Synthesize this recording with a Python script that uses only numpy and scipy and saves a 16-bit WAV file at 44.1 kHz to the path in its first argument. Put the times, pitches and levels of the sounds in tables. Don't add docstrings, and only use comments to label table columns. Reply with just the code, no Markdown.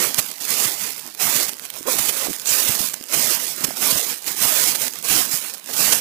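import sys
import numpy as np
from scipy import signal
from scipy.fft import rfft, irfft, next_fast_len
from scipy.io import wavfile
from scipy.ndimage import map_coordinates

SR = 44100
rng = np.random.default_rng(int(sys.argv[2]) if len(sys.argv) > 2 else 0)


def int16_out(signal):
    q = np.round(np.clip(np.atleast_2d(signal).T, -1, 1) * 32767)
    wavfile.write(sys.argv[1], SR, q.astype(np.int16))


N = 264908

# (frequency [Hz], relative level [dB])
LEAF_SPECTRUM = [(300, -34.5), (1000, -17), (2100, -6), (2900, -6.5), (3550, -8), (4800, -2), (6700, 0),
                 (10000, 0), (15000, -0.2)]
# (frequency [Hz], relative level [dB])
SOLE_SPECTRUM = [(25, -31), (70, -13.5), (130, -5.5), (220, 1), (500, -0.5), (1000, -2), (1800, -6.5),
                 (3500, -6), (9000, -18.5)]


def footsteps():
    crunch_db, sole_db = tread() + 0.63 * wobble(35)
    fractures_per_s = 5000 * amp(1.35 * (crunch_db + 18.5))
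    grains = crackle(fractures_per_s, spread_db=4.5, life_s=0.00036)
    sliding = rng.standard_normal(N)
    clumps = unit(wobble(170) + wobble(70))
    bright = coloured(grains + amp(1) * sliding, LEAF_SPECTRUM)
    bright = shifting_hollows(bright, treble_share=0.34, width_hz=299.4, life_s=.06)
    pressed = crackle(fractures_per_s * .3, spread_db=1.5, life_s=0.00045)
    dull = coloured(pressed + amp(-6.5) * grains + amp(3.5) * sliding, SOLE_SPECTRUM)
    dull = shifting_hollows(dull, treble_share=.6, width_hz=153.2, life_s=.04)
    dull_gain = amp(sole_db + 0.39 * clumps + 0.74 * wobble(60))
    return amp(crunch_db + 1.2 * clumps) * bright + dull_gain * dull


def tread():
    # (time [s], hold [s], crunch [dB], dull crush re crunch [dB], fade [dB/s], brushing beforehand [s])
    footfalls = [(0.002, .04, -20, -10, 140, 0), (.503, .156, -21, -12.5, 85, .097),
                 (1.21, .225, -21, -11.8, 170, .011), (1.9, .2, -22.5, -12.5, 380, .03),
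                 (2.498, 0.2, -19.5, -15, 70, .035), (3.14, .203, -19.5, -13, 148, .014),
                 (3.832, .128, -19.5, -13, 75, .068), (4.427, .222, -17, -14, 78, .06),
                 (5.1, .105, -17.4, -12.5, 160, .055), (5.783, .157, -18.5, -12.4, 100, .05)]
    # (time [s], hold [s], crunch [dB], dull crush re crunch [dB], fade [dB/s])
    swishes = [(.16, 0.085, -30.5, -11.5, 61), (.815, 0.052, -25, -13.5, 119),
               (.995, 0.056, -39, -9.5, 129), (1.642, .012, -33.5, -14.5, 300), (1.74, .04, -36, -12, 90),
               (2.136, .1, -26.5, -13, 63), (2.33, .02, -32, -17, 150), (2.796, 0.034, -22.5, -15, 150),
               (3.1, .015, -33, -11, 300), (3.422, 0.097, -26.5, -16, 260), (3.585, .11, -30.5, -9, 113),
               (4.092, 0.033, -25.5, -15.5, 250.5), (4.28, .03, -26.5, -12.5, 158),
               (4.816, 0.053, -24, -12.5, 480), (4.955, 0.041, -36.5, -7, 220),
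               (5.323, 0.036, -21, -18, 180.5), (5.421, 0.055, -30, -13.5, 140),
               (5.689, 0.032, -32.5, -8.5, 100)]
    t = np.arange(N) / SR
    moves = [(db + stroke(s, hold, rise=350, fade=fade), dull) for s, hold, db, dull, fade in swishes]
    for s, hold, db, dull, fade, brush in footfalls:
        touch_db = stroke(s - brush, brush + hold, rise=1300, fade=fade)
        press_db = np.maximum(-8.5, stroke(s, hold, rise=260, fade=0))
        ease_db = 5 * np.maximum(t - s, 0)
        moves.append((db + touch_db + press_db - ease_db, dull))
    settle_db, settle_dull_db = -45, -51
    crunch_power = amp(settle_db) ** 2 + sum(amp(db) ** 2 for db, dull in moves)
    sole_power = amp(settle_dull_db) ** 2 + sum(amp(db + dull) ** 2 for db, dull in moves)
    return 10 * np.log10(crunch_power), 10 * np.log10(sole_power)


def stroke(s, hold, rise, fade):
    t = np.arange(N) / SR - s
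    return -rise * np.maximum(-t, 0) - fade * np.maximum(t - hold, 0)


def shifting_hollows(x, treble_share, width_hz, life_s):
    hz, t, spectra = signal.stft(x, SR, nperseg=1024, noverlap=768)
    knots = rng.standard_normal((400, 400))
    field = map_coordinates(knots, np.meshgrid(hz / width_hz, t / life_s, indexing="ij"), mode="mirror")
    depth_db = 4.4 * np.interp(hz, [3500, 7000], [1, treble_share])[:, None]
    gain = amp(depth_db * (field - 0.27 * field ** 2))
    gain /= np.sqrt(np.mean(gain ** 2, axis=1, keepdims=True))
    return unit(signal.istft(spectra * gain, SR, nperseg=1024, noverlap=768)[1][:N])


def leaf_crushes():
    # (middle time [s], relative level [dB], half length [s])
    collapses = [(0.02, -33, 0.0093), (0.191, -16.5, 0.0074), (0.316, -30, 0.0022), (0.65, -24.5, 0.0098),
                 (1.365, -24, 0.0053), (1.489, -27.5, .007), (1.991, -20.5, 0.006), (2.092, -21.5, 0.0072),
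                 (2.939, -27.5, .003), (3.143, -21.5, 0.005), (3.646, -16.5, 0.0048),
                 (4.281, -25.5, 0.0078), (4.754, -23, 0.0043), (5.546, -33, 0.0043), (5.928, -13.5, 0.0055)]
    swell = sum(amp(db) * bump(s, half) for s, db, half in collapses)
    grains = crackle(5000, spread_db=-1, life_s=0.00029)
    return swell * (amp(2) * coloured(grains, LEAF_SPECTRUM) + amp(-11) * coloured(grains, SOLE_SPECTRUM))


def stalk_snaps(thin_per_s=12, tick_s=.0006, splinter_s=.003):
    # (time [s], relative level [dB])
    loud = [(0.1445, -8), (0.994, -24), (1.1489, -26), (1.4935, -16), (1.5337, -23), (1.5964, -24),
            (1.6528, -22), (1.7025, -19), (2.0523, -15), (2.3312, -20), (2.3979, -20), (2.4583, -18),
            (2.7517, -15), (2.9417, -17), (3.0392, -24), (3.0898, -29), (3.9092, -12), (4.2439, -25),
            (4.2655, -21), (4.7586, -16), (4.8808, -16), (4.9365, -20), (5.0264, -23), (5.5384, -22),
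            (5.6607, -27)]
    thin = [(rng.uniform(0, N / SR), rng.normal(-32, 1.5)) for _ in range(round(thin_per_s * N / SR))]
    track, t = np.zeros(N), np.arange(SR // 40) / SR
    for s, db in loud + thin:
        tick = rng.standard_normal(len(t)) * (np.exp(-t / tick_s) + .1 * np.exp(-t / splinter_s))
        tick *= np.sqrt(SR / 1000) / np.linalg.norm(tick)
        add(track, s, amp(db) * tick)
    return filtered(track, lambda hz: hz / np.hypot(hz, 2200))


def sole_thuds():
    # (time [s], relative peak [dB], pitch [Hz])
    blows = [(0.057, -43, 110), (0.188, -20.5, 160), (0.656, -31, 115), (1.259, -26, 200),
             (1.289, -31, 150), (1.357, -28.5, 139.9), (1.996, -23, 219), (2.097, -35, 83.8),
             (2.511, -36, 100), (2.694, -18, 161.1), (2.805, -24, 159.8), (3.165, -29, 140.6),
             (3.642, -23, 137), (3.925, -25, 190.3), (3.957, -21, 201), (4.454, -33, 75),
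             (4.69, -29, 150.1), (5.107, -24, 150), (5.155, -25, 130), (5.338, -29.5, 149.2),
             (5.882, -35, 74.9), (5.93, -26, 200.5)]
    settling = sum(amp(db) * 130 / hz * bump(s + .006, 0.0095) for s, db, hz in blows)
    soil_spectrum = [(20, -17), (60, -16), (140, 1), (300, -5), (900, -38), (4000, -70)]
    rumble = coloured(rng.standard_normal(N), soil_spectrum)
    return amp(-5) * knocks(blows, cycles=0.59, sag=0.19, attack_s=0.00049) + amp(-13) * settling * rumble


def shoe_creaks(slips_per_s=99, scatter=0.24):
    # (time [s], pitch [Hz], relative peak of a slip [dB])
    creak = [(2.222, 480, -31), (2.262, 960, -24), (2.278, 377, -21.5), (2.316, 229.2, -27.5)]
    # (time [s], relative peak [dB], pitch [Hz])
    hollow_knocks = [(0.045, -19, 1300), (1.809, -32, 330), (3.01, -32, 300), (3.609, -30.5, 281.4),
                     (3.685, -26, 279), (3.707, -23, 750)]
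    s, hz, db = np.transpose(creak)
    at = np.arange(s[0], s[-1], 1 / slips_per_s)
    at += scatter / slips_per_s * rng.standard_normal(N)[:len(at)]
    slips = zip(at, np.interp(at, s, db), np.interp(at, s, hz))
    return knocks([*slips, *hollow_knocks], cycles=0.94, sag=0.45, attack_s=0.00058)


def shoe_squeaks():
    # (time [s], pitch [Hz], relative level [dB])
    squeaks = [
        [(1.855, 327, -36), (1.872, 454, -29.5), (1.886, 527, -22), (1.895, 533, -27), (1.915, 520, -42)],
        [(2.13, 581.5, -44.5), (2.19, 537, -43.5), (2.228, 547, -34), (2.245, 540, -50)],
    ]
    scuff_spectrum = [(100, -25), (280, -7), (1100, -9), (1600, -12), (5000, -30)]
    track = np.zeros(N)
    for squeak in squeaks:
        hz, db = curves(squeak)
        phase = 2 * np.pi * np.cumsum(hz * (1 + 0.0502 * wobble(280))) / SR
        tone = np.sin(phase) + amp(-9) * np.sin(2 * phase)
        scuff = coloured(rng.standard_normal(N), scuff_spectrum)
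        track += amp(db) * during(squeak) * (tone + amp(-6.5) * scuff)
    return track


def stem_scrape():
    # (time [s], relative level [dB])
    drag = [(2.45, -40), (2.47, -25.5), (2.495, -21.5), (2.53, -31), (2.59, -41)]
    (db,) = curves(drag)
    rasp_spectrum = [(3000, -36.5), (5500, -13), (7000, -5), (7900, -7), (9200, -17), (15000, -33)]
    rasp = coloured(crackle(2500, spread_db=1, life_s=0.00033), rasp_spectrum)
    return amp(db) * during(drag) * rasp


def hiss():
    # (frequency [Hz], relative level [dB])
    spectrum = [(25, -26), (55, -23), (110, -9), (230, 4.5), (400, -2), (900, -8), (2500, -10), (6000, -13),
                (15000, -16)]
    return amp(-57.5) * coloured(rng.standard_normal(N), spectrum)


def crackle(per_s, spread_db, life_s, size=96):
    chance = np.clip(per_s / SR, 1e-5, 1) * np.ones(N)
    at = np.flatnonzero(rng.random(N) < chance)
    strength = amp(spread_db * np.minimum(rng.standard_normal(N), 2))[at] / np.sqrt(chance[at])
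    bursts = rng.standard_normal((len(at), size)) * np.exp(-np.arange(size) / (life_s * SR))
    samples = at[:, None] + np.arange(size)
    return unit(np.bincount(samples.ravel(), (bursts * strength[:, None]).ravel(), N + size)[:N])


def knocks(rows, cycles, sag, attack_s):
    track, t = np.zeros(N), np.arange(SR // 10) / SR
    for s, db, hz in rows:
        fade = np.exp(-t * hz / cycles)
        phase = 2 * np.pi * np.cumsum(hz * (1 + sag * (fade - .5))) / SR
        swing = np.sin(phase) * fade * (1 - np.exp(-t / attack_s))
        add(track, s, amp(db) * swing / np.abs(swing).max())
    return track


def amp(db):
    return 10 ** (np.asarray(db) / 20)


def unit(x):
    return x / np.sqrt(np.mean(x ** 2) + 1e-20)


def bump(s, half_s):
    return np.exp(-.5 * ((np.arange(N) / SR - s) / half_s) ** 2)


def during(rows):
    t = np.arange(N) / SR
    return (t > rows[0][0]) & (t < rows[-1][0])


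def curves(rows):
    s, *columns = np.transpose(rows)
    return [np.interp(np.arange(N) / SR, s, column) for column in columns]


def wobble(rate):
    return map_coordinates(rng.standard_normal(int(N * rate / SR) + 4), [np.arange(N) * rate / SR])


def filtered(x, response):
    size = next_fast_len(N + SR // 2)
    return irfft(rfft(x, size) * response(np.fft.rfftfreq(size, 1 / SR)), size)[..., :N]


def coloured(x, spectrum):
    points_hz, db = np.transpose(spectrum)
    return unit(filtered(x, lambda hz: amp(np.interp(np.log(hz + 1), np.log(points_hz), db))))


def add(track, s, sound):
    part = track[max(round(s * SR), 0):][:len(sound)]
    part += sound[:len(part)]


def scene():
    litter = footsteps() + leaf_crushes() + stalk_snaps() + stem_scrape()
    walk = litter + shoe_creaks() + shoe_squeaks() + sole_thuds()
    return np.array([hiss(), hiss() + amp(6.5) * walk])


def record(dry, top_hz=15450):
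    rounded = dry / (1 + dry ** 4) ** (1 / 4)
    return filtered(rounded, lambda hz: hz < top_hz)


dry = scene()
out = record(dry)
int16_out(out)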